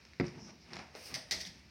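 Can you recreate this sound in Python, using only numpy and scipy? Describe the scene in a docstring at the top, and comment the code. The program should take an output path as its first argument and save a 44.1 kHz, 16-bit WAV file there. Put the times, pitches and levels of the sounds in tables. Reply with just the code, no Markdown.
"""A small hard-walled room with a rug: a wet dog throws itself about on it. It knocks against a door or cabinet
with a hollow thump: decaying noise for the knock, decaying sines for the ringing wood. The coat drags and the
body rolls as filtered random clicks; claws catch as short snaps. It blows air through its nose and snorts
twice: shaped grains, with a noise pop opening each snort. Paws fall softly, wet fur swishes and one tick sounds
in narrow noise bands, over a low, hissy room noise."""
import sys
import numpy as np
from scipy import signal
from scipy.io import wavfile

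SR = 44100
rng = np.random.default_rng(int(sys.argv[2]) if len(sys.argv) > 2 else 0)


def generate_wav(signal):
    """Clip the signal to [-1, 1] and save it as 16-bit WAV at the path in sys.argv[1]."""
    frames = np.transpose(np.atleast_2d(signal))
    scaled = np.clip(frames, -1, 1) * 32767
    pcm = np.round(scaled).astype(np.int16)
    wavfile.write(sys.argv[1], SR, pcm)


N = 74970
T = np.arange(N) / SR

# Room noise floor. Each row: frequency in Hz, relative level in dB.
QUIET_SPECTRUM = [(25, -33), (45, -11), (68, 13.5), (100, 2), (170, 0.5), (400, -11.5), (1000, -22.5),
                  (2400, -7), (3300, -15), (5300, -8.5), (7500, -28.5), (11000, -34), (16000, -34.5)]
# Early reflections. Each row: delay in seconds, gain before the source's own early factor.
ECHOES = [(.0024, .7), (.0052, 0.25), (.0087, 0.74), (.0112, .35), (0.0115, .7), (.0166, 0.79),
          (.019, 0.26)]
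# Room decay. Each row: frequency in Hz, t60 in seconds.
ROOM_T60 = [(80, 1), (250, 0.74), (1000, 0.49), (2500, .42), (5000, 0.38), (9000, 0.38), (16000, 0.2)]
# Swishes of wet fur, and a last brief tick.
# Each row: start in seconds, length in seconds, level in dB, centre in Hz, glide in Hz/s.
SWISHES_AND_TICK = [(0.261, 0.013, -49.5, 5520, -5), (0.359, .17, -58, 5530, 1504),
                    (0.595, 0.057, -64.5, 5240, -5), (1.4505, 0.0036, -40.5, 3897, -7)]
# Soft falls of paws and shoulder. Each row: start in seconds, level in dB before doubling, pitch in Hz.
PADS = [(0.105, -52, 68), (0.214, -38.5, 68), (1.153, -44, 126.2), (1.332, -45.5, 84.6),
        (1.463, -45.5, 184.5)]
# Paws scuffing the pile. Each row: start in seconds, level in dB, centre in Hz, fade in seconds.
SCUFFS = [(0.379, -50.5, 556, 0.0075), (0.483, -57, 760, 0.024), (0.787, -46.5, 790, 0.017),
          (0.951, -48, 463, 0.014), (1.164, -50, 639, 0.0089), (1.323, -50.5, 660, 0.028)]
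# Coat dragged over the rug. Each row: time in seconds, level in dB.
RUB_LEVEL = [(0, -66.5), (.21, -72), (.25, -53), (.33, -63.5), (.38, -63), (.44, -71), (.495, -57.5),
             (.56, -86), (.65, -68), (.72, -55.5), (.76, -55), (.805, -54), (.85, -64), (.93, -67),
             (.96, -52), (1.05, -62.5), (1.12, -53.5), (1.165, -53), (1.25, -67), (1.7, -68.5)]
# Fur on weave. Each row: frequency in Hz, relative level in dB.
COAT_SPECTRUM = [(100, -26), (300, -3.5), (500, -0.5), (750, 1), (1050, -1.5), (1500, -0.5), (2400, 2.5),
                 (3300, -9), (5500, -4.5), (7300, -27), (9000, -18), (11500, -43), (16000, -47)]
# Weight rolling over the boards. Each row: time in seconds, level in dB.
ROLL_LEVEL = [(0, -72.5), (.2, -74), (.27, -64), (.38, -53), (.48, -56.5), (.6, -70.5), (.68, -61.5),
              (.745, -49), (.82, -55.5), (.9, -81), (.98, -65), (1.07, -66), (1.17, -50), (1.26, -92),
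              (1.34, -54), (1.43, -69.5), (1.49, -63), (1.56, -64), (1.7, -72.5)]
# Rolling body. Each row: frequency in Hz, relative level in dB.
RUMBLE_SPECTRUM = [(60, -21.5), (120, -6.5), (175, -0.5), (230, 0), (300, -6.5), (365, -5), (480, -22.5),
                   (900, -16.5), (3000, -67)]
# Claws catching the weave. Each row: start in seconds, level in dB, treble shelf in dB, fade in seconds.
CLAWS = [(0.0517, -47, 4, 0.0015), (0.1343, -49.5, -2.5, 0.0014), (0.282, -46, 9, 0.0012),
         (0.7335, -33.5, 7, 0.00045), (0.7365, -40, 1, 0.0012), (0.7418, -44, 4, 0.00066),
         (0.757, -38.5, 9, 0.00034), (0.7615, -36.5, -7, 0.00049), (0.7672, -34.5, -5, 0.0018),
         (0.789, -36, -8.5, 0.0004), (0.793, -32, -9, 0.00036), (0.802, -38.5, -27, 0.00067),
         (0.9513, -42.5, 0, 0.0017)]
# Claw snap. Each row: frequency in Hz, relative level in dB.
CLAW_SPECTRUM = [(100, -33), (300, -4.5), (900, 2), (1400, 1.5), (2200, 5), (3200, -5), (5500, 2.5),
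                 (7200, -17), (9000, -32), (11000, -30), (16000, -42)]
# Air blown through the nose. Each row: time in seconds, level in dB.
BLOW_LEVEL = [(.92, -93), (.955, -62), (1.03, -56.5), (1.07, -50.5), (1.13, -61.5), (1.18, -59),
              (1.25, -79), (1.3, -68)]
# Blown air. Each row: frequency in Hz, relative level in dB.
AIR_SPECTRUM = [(300, -4), (1500, -22), (2400, 0.5), (3400, -8), (5200, 5.5), (6100, -0.5), (7200, -14.5),
                (9000, -4), (11500, -17), (14500, -11), (16000, -14)]
# Snorts: nostrils pop open, a jet follows.
# Each row: start in seconds, pop level in dB, jet level in dB, jet fade in seconds, tilt in dB/octave.
SNORTS = [(1.1417, -29.5, -37.5, 0.011, 0.1), (1.3106, -24, -32, 0.023, -0.5)]
# Droplets out of the last snort. Each row: start in seconds, level in dB.
SPLUTTER = [(1.3259, -29), (1.3512, -32)]
# Hiss trailing the last snort. Each row: time in seconds, level in dB.
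TRAIL_LEVEL = [(1.31, -62.5), (1.34, -73), (1.39, -56.5), (1.41, -41.5), (1.44, -58), (1.473, -46),
               (1.495, -77), (1.6, -66.5)]
# Wet nose. Each row: frequency in Hz, relative level in dB.
NOSE_SPECTRUM = [(80, -9), (300, -16.5), (700, -16), (1050, -22), (1600, -12.5), (1900, -2), (2400, -7),
                 (2900, -11), (3900, -7), (4400, -2), (5100, 2), (5450, -0.5), (6000, -1.5), (7000, -18),
                 (8700, -17), (11000, -24.5), (16000, -26.5)]
# Thump and its rebound. Each row: start in seconds, level in dB re KNOCK_DB.
THUMPS = [(0.1989, 1), (0.2012, 1.5), (0.2087, -1.5), (0.2132, -10), (0.242, -12)]
# Knock. Each row: frequency in Hz, relative level in dB.
KNOCK_SPECTRUM = [(40, -36), (100, -6), (270, 1.5), (410, 0), (510, -6), (720, -11.5), (950, -14),
                  (1450, -15), (1800, -12.5), (2200, -9.5), (3100, -33), (5000, -23.5), (7000, -48),
                  (16000, -67)]
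# Modes of the struck door or cabinet and room low end. Each row: frequency in Hz, level in dB re RING_DB, t60
# in seconds.
KNOCK_MODES = [(70, -34, .16), (121.7, -8.5, 0.29), (146.3, -6.5, 0.36), (169.5, -1.5, 0.22),
               (210.5, -4, 0.24), (262, 4.5, 0.12), (327, -6, 0.1), (354.7, -2, 0.23), (433, -6.5, 0.06),
               (558, -13, 0.21), (723, -10, 0.112)]

QUIET_DB = -63
SWISH_WIDTH_HZ = 840
PAD_RISE_S, PAD_FADE_S = 0.012, 0.015
SCUFF_DB_PER_OCTAVE = 10
TREBLE_HZ = 3200
CLAW_CLICK = 2.15  # first sample, re the rasp's 1
POP_S, SPLUTTER_S = 0.00079, 0.00077
KNOCK_DB, KNOCK_S = -25, 0.0029
RING_DB, RING_RISE_S = -27.5, 0.0032
LOW_CUT_HZ, EDGE_HZ = 48, 16200


def amp(db):
    """Decibels to gain."""
    return 10 ** (np.asarray(db) / 20)


def unit(x):
    """Scales to rms 1."""
    return x / np.sqrt(np.mean(x ** 2) + 1e-20)


def read(points, hz):
    """Interpolates a table on a log-frequency axis."""
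    f, value = np.transpose(points)
    return np.interp(np.log(hz + 1), np.log(f), value)


def level(points):
    """Gain along a level curve, -120 dB outside it."""
    return amp(np.interp(T, *np.transpose(points), left=-120, right=-120))


def colour(x, points, extra_db=lambda hz: 0, size=4096):
    """Minimum-phase filter of unit energy with the given spectrum."""
    hz = abs(np.fft.fftfreq(size, 1 / SR))
    log_gain = np.log(amp(read(points, hz) + extra_db(hz)))
    min_phase = np.exp(np.conj(signal.hilbert(log_gain)))
    taps = np.fft.ifft(min_phase).real[:size // 2]
    return signal.fftconvolve(x, taps / np.linalg.norm(taps))[:N]


def fade(start_s, fade_s):
    """Sudden start and exponential decay."""
    return (T >= start_s) * np.exp(-np.maximum(T - start_s, 0) / fade_s)


def burst(start_s, fade_s):
    """Random-sign noise under a fade: a dense spray of tiny impacts."""
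    return fade(start_s, fade_s) * rng.choice([-1., 1.], N)


def grains(per_s, spread_db):
    """Random clicks at rms 1; spread_db sets how uneven their sizes are."""
    size = amp(spread_db * np.minimum(rng.exponential(1, N), 4))
    sign = rng.choice([-1., 1.], N)
    hit = rng.random(N) < per_s / SR
    return unit(size * sign * hit)


def room(x, early, wet_db):
    """Direct sound, near surfaces, and a diffuse tail dying by band."""
    hz, t, noise = signal.stft(rng.standard_normal(SR), SR, nperseg=256)
    decay = amp(-60 * t / read(ROOM_T60, hz)[:, None])
    tail = signal.istft(noise * decay, SR, nperseg=256)[1][:SR]
    tail *= 1 - np.exp(-(T[:SR] / 0.004) ** 2)  # soft onset
    response = amp(wet_db) * tail / np.linalg.norm(tail)
    response[0] += 1
    for delay_s, gain in ECHOES:
        response[round(delay_s * SR)] += early * gain
    return signal.fftconvolve(x, response)[:N]


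def quiet():
    """Steady room noise: strong lows and a faint hiss."""
    return amp(QUIET_DB) * colour(rng.standard_normal(N), QUIET_SPECTRUM)


def swishes_and_tick():
    """Wet fur sliding, and one short tick, as narrow noise bands with gliding centres."""
    out = np.zeros(N)
    lowpass = signal.butter(2, SWISH_WIDTH_HZ / 2, fs=SR)
    for start_s, length_s, db, centre_hz, glide_hz_per_s in SWISHES_AND_TICK:
        place = np.clip((T - start_s) / length_s, 0, 1)
        hz = centre_hz + glide_hz_per_s * length_s * (place - .5)
        turns = np.cumsum(hz) / SR
        noise = rng.standard_normal(N) + 1j * rng.standard_normal(N)
        wander = signal.lfilter(*lowpass, noise)
        band = unit((wander * np.exp(2j * np.pi * turns)).real)
        out += amp(db) * band * np.sin(np.pi * place)
    return room(out, early=0.067, wet_db=-6)


def pads():
    """Dull pushes on the rug: soft-rising, quickly fading low sines."""
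    out = np.zeros(N)
    for start_s, db, hz in PADS:
        age_s = np.maximum(T - start_s, 0)
        shape = (1 - np.exp(-age_s / PAD_RISE_S)) * fade(start_s, PAD_FADE_S)
        out += 2 * amp(db) * shape * np.sin(2 * np.pi * hz * age_s)
    return out


def scuffs():
    """Paws on the pile: short, dull puffs of grains around a centre frequency."""
    out = np.zeros(N)
    for start_s, db, centre_hz, fade_s in SCUFFS:
        hump_db = lambda hz: -SCUFF_DB_PER_OCTAVE * abs(np.log2((hz + 1) / centre_hz))
        puff = fade(start_s, fade_s) * grains(per_s=4500, spread_db=1.5)
        out += amp(db) * colour(puff, COAT_SPECTRUM, hump_db)
    return room(out, early=0.033, wet_db=-4.5)


def coat():
    """Grainy friction of fur on the weave, over the dull rumble of the rolling body."""
    scratch = colour(grains(per_s=2600, spread_db=0) * level(RUB_LEVEL), COAT_SPECTRUM)
    rumble = colour(grains(per_s=1100, spread_db=3.5) * level(ROLL_LEVEL), RUMBLE_SPECTRUM)
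    return room(scratch + rumble, early=0.051, wet_db=-14)


def claws():
    """Claws letting go of the threads: a clean click and a short rasp each."""
    shelf = lambda hz: hz ** 4 / (hz ** 4 + TREBLE_HZ ** 4)
    out = np.zeros(N)
    for start_s, db, treble_db, fade_s in CLAWS:
        snap = burst(start_s, fade_s)
        snap[round(start_s * SR)] = CLAW_CLICK
        out += amp(db) * colour(snap, CLAW_SPECTRUM, lambda hz: treble_db * shelf(hz))
    return room(out, early=0.086, wet_db=-6.5)


def nose():
    """Wet, spluttering air: a long blow, two snorts and a trailing hiss, all turbulent grains or noise."""
    jet = colour(grains(per_s=6000, spread_db=3) * level(TRAIL_LEVEL), NOSE_SPECTRUM)
    droplets = sum(amp(db) * burst(start_s, SPLUTTER_S) for start_s, db in SPLUTTER)
    jet += colour(droplets, NOSE_SPECTRUM)
    pops = np.zeros(N)
    for start_s, pop_db, jet_db, fade_s, tilt_db in SNORTS:
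        tilt = lambda hz: tilt_db * np.log2(hz + 1)
        pops += amp(pop_db) * colour(burst(start_s, POP_S), NOSE_SPECTRUM, tilt)
        puff = fade(start_s, fade_s) * grains(per_s=5000, spread_db=-0.5)
        jet += amp(jet_db) * colour(puff, NOSE_SPECTRUM, tilt)
    blow = colour(grains(per_s=12000, spread_db=3.5) * level(BLOW_LEVEL), AIR_SPECTRUM)
    return room(pops, early=1.0, wet_db=2.5) + room(jet + blow, early=0.2, wet_db=-5.5)


def thump():
    """A hard knock with rebounds; its first hit sets the door or cabinet ringing."""
    hits = sum(amp(db) * burst(start_s, KNOCK_S) for start_s, db in THUMPS)
    knock = amp(KNOCK_DB) * colour(hits, KNOCK_SPECTRUM)
    age_s = np.maximum(T - THUMPS[0][0], 0)
    ring = np.zeros(N)
    for hz, db, t60_s in KNOCK_MODES:
        ring += amp(db - 60 * age_s / t60_s) * np.sin(2 * np.pi * hz * age_s)
    ring *= amp(RING_DB) * (1 - np.exp(-age_s / RING_RISE_S))
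    return room(knock, early=0.05, wet_db=-11.5) + ring


def scene():
    """Sum of all layers, one channel."""
    background = quiet() + swishes_and_tick()
    body = pads() + scuffs() + coat() + claws()
    return (background + body + nose() + thump())[None]


def record(dry):
    """The recorder's low cut and band limit."""
    low_cut = signal.butter(4, LOW_CUT_HZ, "high", fs=SR, output="sos")
    band_limit = signal.firwin(511, EDGE_HZ, window=("kaiser", 9), fs=SR)
    return signal.oaconvolve(signal.sosfilt(low_cut, dry), band_limit[None], "same")


dry = scene()
out = record(dry)
generate_wav(out)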